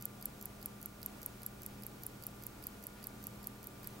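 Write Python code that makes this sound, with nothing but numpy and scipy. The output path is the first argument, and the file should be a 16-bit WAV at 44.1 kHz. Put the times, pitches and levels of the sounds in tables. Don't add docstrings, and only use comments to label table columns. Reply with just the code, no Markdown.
import sys
import numpy as np
from scipy import signal
from scipy.fft import rfft, irfft
from scipy.io import wavfile
from scipy.ndimage import uniform_filter1d

SR = 44100
rng = np.random.default_rng(int(sys.argv[2]) if len(sys.argv) > 2 else 0)


def transcribe(signal):
    frames = np.atleast_2d(signal).T
    limited = np.clip(frames, -1, 1)
    pcm = np.round(limited * 32767).astype(np.int16)
    wavfile.write(sys.argv[1], SR, pcm)


N = 176400

# pitch_hz, t60_s, fork_tick_db, fork_tock_db, drop_tick_db, drop_tock_db
MODES = [ (4620, .013, -14, -7.5, -35, -28), (4850, .013, -12, -5.5, -34, -28),
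         (6050, .009, -9, -17, -36, -32), (7200, .005, -8, -13, -16.5, -26.5),
         (7485, .055, -26, -22, -22, -17), (10000, .006, -11, -15, -18, -18),
         (10355, .045, -25, -24, -23, -18.5), (11150, .0062, -5, -2, -4, -5.5),
         (11620, .005, -8, -7, -5, -7), (12260, .0072, -3, 0, -1, 1.5), (13280, .008, 1.5, -5, -9, -7.5),
         (13700, .006, -4, -7, -8, -6), (14500, .0035, -2, -2.5, -6, -8),
         (15450, .004, -7.5, -8.5, -16, -15)]


def watch(t):
    # drop_time_s, unlock_db, impulse_db, drop_db
    beats = [(0.0543, -53.5, -46, -34), (0.2561, -54.9, -47.1, -33.5), (0.4562, -50.5, -46.9, -39),
             (0.6587, -57, -49.5, -36.0), (0.8588, -52.6, -47.5, -38.5), (1.0609, -57, -46.5, -35),
             (1.2611, -53, -48, -35.2), (1.4631, -55, -48.5, -35.5), (1.6629, -51.8, -50, -39.5),
             (1.8656, -55.9, -48.5, -41), (2.0652, -60.3, -45.5, -37.5), (2.2671, -53.7, -48.8, -37.5),
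             (2.4665, -56.0, -49, -39.5), (2.6686, -54, -50, -37.5), (2.8682, -57.5, -49.7, -40.5),
             (3.0702, -56, -48, -39.5), (3.2691, -56, -49, -39.5), (3.4711, -55.5, -53, -37.5),
             (3.6707, -55, -52, -43.5), (3.8723, -55, -52.2, -40.5)]
    # time_s, lift_s
    lift_times = [(0, .0434), (1.1, .0442), (2.3, .0428), (3.9, .0406)]
    # gain_db, rise_s, scrape_db, scrape_t60_s, rebound_s, rebound_db
    unlock = (1.5, .0004, -4, .007, .0006, -4)
    impulse = (1, .0004, -5, .011, .0014, -4)
    drop = (.3, .00036, -11, .0068, .0006, -3.5)
    # frequency_hz, left_minus_right_db
    pan = [(4700, -8.5), (7400, -4.4), (10200, -4.6), (12300, -4.3), (13500, -4.5), (14500, 2), (16000, .5)]
    impulse_lead = .708
    pan_db_per_s = -1
    ticks = np.zeros(N)
    _, _, fork_tick, fork_tock, drop_tick, drop_tock = np.array(MODES).T
    for k, (drop_time_s, unlock_db, impulse_db, drop_db) in enumerate(beats):
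        fork_modes, drop_modes = (fork_tock, drop_tock) if k % 2 else (fork_tick, drop_tick)
        lift_s = np.interp(drop_time_s, *np.array(lift_times).T)
        add(ticks, drop_time_s - lift_s, undb(unlock_db) * steel_impact(unlock, fork_modes))
        add(ticks, drop_time_s - lift_s * impulse_lead, undb(impulse_db) * steel_impact(impulse, fork_modes))
        add(ticks, drop_time_s, undb(drop_db) * steel_impact(drop, drop_modes))
    drift_db = pan_db_per_s * (t - t.mean())
    return np.array([colour(ticks, [(hz, share * db) for hz, db in pan]) * undb(share * drift_db)
                     for share in (.5, -.5)])


def steel_impact(kind, mode_levels_db):
    # frequency_hz, level_db
    scrape_spectrum = [(1500, -34), (3500, -22), (6000, -16), (8200, -14), (9500, -9), (11500, 1.5),
                       (14000, 0), (16000, -9), (17000, -18)]
    gain_db, rise_s, scrape_db, scrape_t60_s, rebound_s, rebound_db = kind
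    scatter_db, detune = 1.2, .002
    t = np.arange(2400) / SR
    rebound_delay_s = rebound_s * (.5 + rng.random())

    def envelope(delay_s, t60_s):
        onset = np.sin(np.pi / 2 * np.clip((t - delay_s) / rise_s, 0, 1)) ** 2
        return onset * fade(t - delay_s, t60_s)

    ring = 0
    for (pitch_hz, t60_s, *_), level_db in zip(MODES, mode_levels_db):
        phase = 2 * np.pi * pitch_hz * (1 + detune * rng.standard_normal()) * t
        gain = undb(level_db + scatter_db * rng.standard_normal())
        blow = envelope(0, t60_s) * np.sin(phase + 2 * np.pi * rng.random())
        rebound = envelope(rebound_delay_s, t60_s) * np.sin(phase + 2 * np.pi * rng.random())
        ring = ring + gain * unit_energy(blow + undb(rebound_db) * rebound)
    scrape = colour(rng.standard_normal(len(t)), scrape_spectrum) * envelope(0, scrape_t60_s)
    click = unit_energy(ring) + undb(scrape_db) * unit_energy(scrape)
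    click = unit_energy(click) * np.sqrt(.005 * SR)
    return undb(gain_db) * click


def hand_rubs():
    # start_s, length_s, level_db
    strokes = [(1.073, .02, -63), (2.93, .15, -64), (3.81, .1, -66)]
    # frequency_hz, level_db
    friction_spectrum = [(300, -20), (900, -3), (1600, 0), (2600, -3), (4500, -9), (8000, -15),
                         (15000, -30)]
    out = np.zeros(N)
    for start_s, length_s, level_db in strokes:
        friction = colour(rng.standard_normal(N), friction_spectrum)[:int(length_s * SR)]
        swell = np.sqrt(np.hanning(len(friction)))
        add(out, start_s, undb(level_db) * friction / friction.std() * swell)
    return out


def hum(t):
    # pitch_hz, level_db, channel_phase_difference_rad
    tones = [(58.5, -67, 0), (119.9, -60.7, .1), (203.6, -58.7, .15), (403.6, -72, .5), (473, -76.5, .6),
             (1188.3, -70, .7), (1366.4, -78, 1), (1425.9, -71.5, .8), (1485.5, -82, 1), (2352.8, -85, 1),
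             (15734, -77, .5)]
    waver_db, wander_rad = 1.5, .3
    out = 0
    for pitch_hz, level_db, apart_rad in tones:
        phase = 2 * np.pi * (pitch_hz * t + rng.random()) + wander_rad * drift(rate_hz=3)
        amplitude = np.sqrt(2) * undb(level_db + waver_db * drift(rate_hz=4))
        out = out + amplitude * np.sin(phase + np.array([[apart_rad], [-apart_rad]]) / 2)
    return out


def motor_whirr(t):
    # frequency_hz, level_db
    motor_spectrum = [(1500, -30), (2100, -8), (2220, 0), (2620, -1), (2800, -16), (4000, -35)]
    level_db, flutter_hz, flutter_db = -78, 14.2, 5
    band = colour(rng.standard_normal(N), motor_spectrum)
    flutter = np.sin(2 * np.pi * flutter_hz * t + .5 * drift(rate_hz=2))
    return band / band.std() * undb(level_db + flutter_db * flutter)


def room_air():
    # frequency_hz, mid_db, side_db
    air_spectrum = [(20, -8, -41), (36, 2, -28), (56, -1, -27), (78, -3.5, -26), (100, 0, -21),
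                    (170, -1, -17.5), (300, -1.8, -11), (480, -8, -10.5), (800, -10.4, -13),
                    (1300, -15.7, -17), (1900, -19.5, -18.5), (2350, -21.5, -19.5), (3000, -22.3, -22.5),
                    (6000, -23.4, -27.5), (10000, -24.5, -31), (15700, -23.7, -34)]
    mid_level_db, waver_db, hiss_top_hz = -54.2, .5, 15850
    mid = colour(rng.standard_normal(N), air_spectrum, column=1)
    side = colour(rng.standard_normal(N), air_spectrum, column=2)
    gain = undb(mid_level_db + waver_db * drift(rate_hz=5))
    stereo = np.array([mid + side, mid - side]) / mid.std() * gain
    passband = np.fft.rfftfreq(N, 1 / SR) < hiss_top_hz
    return irfft(rfft(stereo) * passband, N)


def undb(db):
    return 10 ** (np.asarray(db) / 20)


def unit_energy(x):
    return x / np.sqrt(np.sum(x ** 2))


def fade(t, t60_s):
    return np.exp(-np.log(1000) * t / t60_s)


def colour(x, spectrum, column=1):
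    points = np.array(spectrum)
    frequency_hz = np.fft.rfftfreq(len(x), 1 / SR)
    gain_db = np.interp(np.log(frequency_hz + 1), np.log(points[:, 0]), points[:, column])
    return irfft(rfft(x) * undb(gain_db), len(x))


def drift(rate_hz):
    hold = int(SR / rate_hz)
    steps = np.repeat(rng.standard_normal(N // hold + 2), hold)
    smooth = uniform_filter1d(uniform_filter1d(steps, hold), hold)[:N]
    return smooth / smooth.std()


def add(out, start_s, x):
    i = max(int(start_s * SR), 0)
    out[i:i + len(x)] += x[:max(N - i, 0)]


def scene():
    t = np.arange(N) / SR
    return watch(t) + hand_rubs() + hum(t) + motor_whirr(t) + room_air()


def record(dry):
    cutoff_hz = 16600
    return signal.sosfilt(signal.ellip(8, .2, 70, cutoff_hz, fs=SR, output="sos"), dry)


dry = scene()
out = record(dry)
transcribe(out)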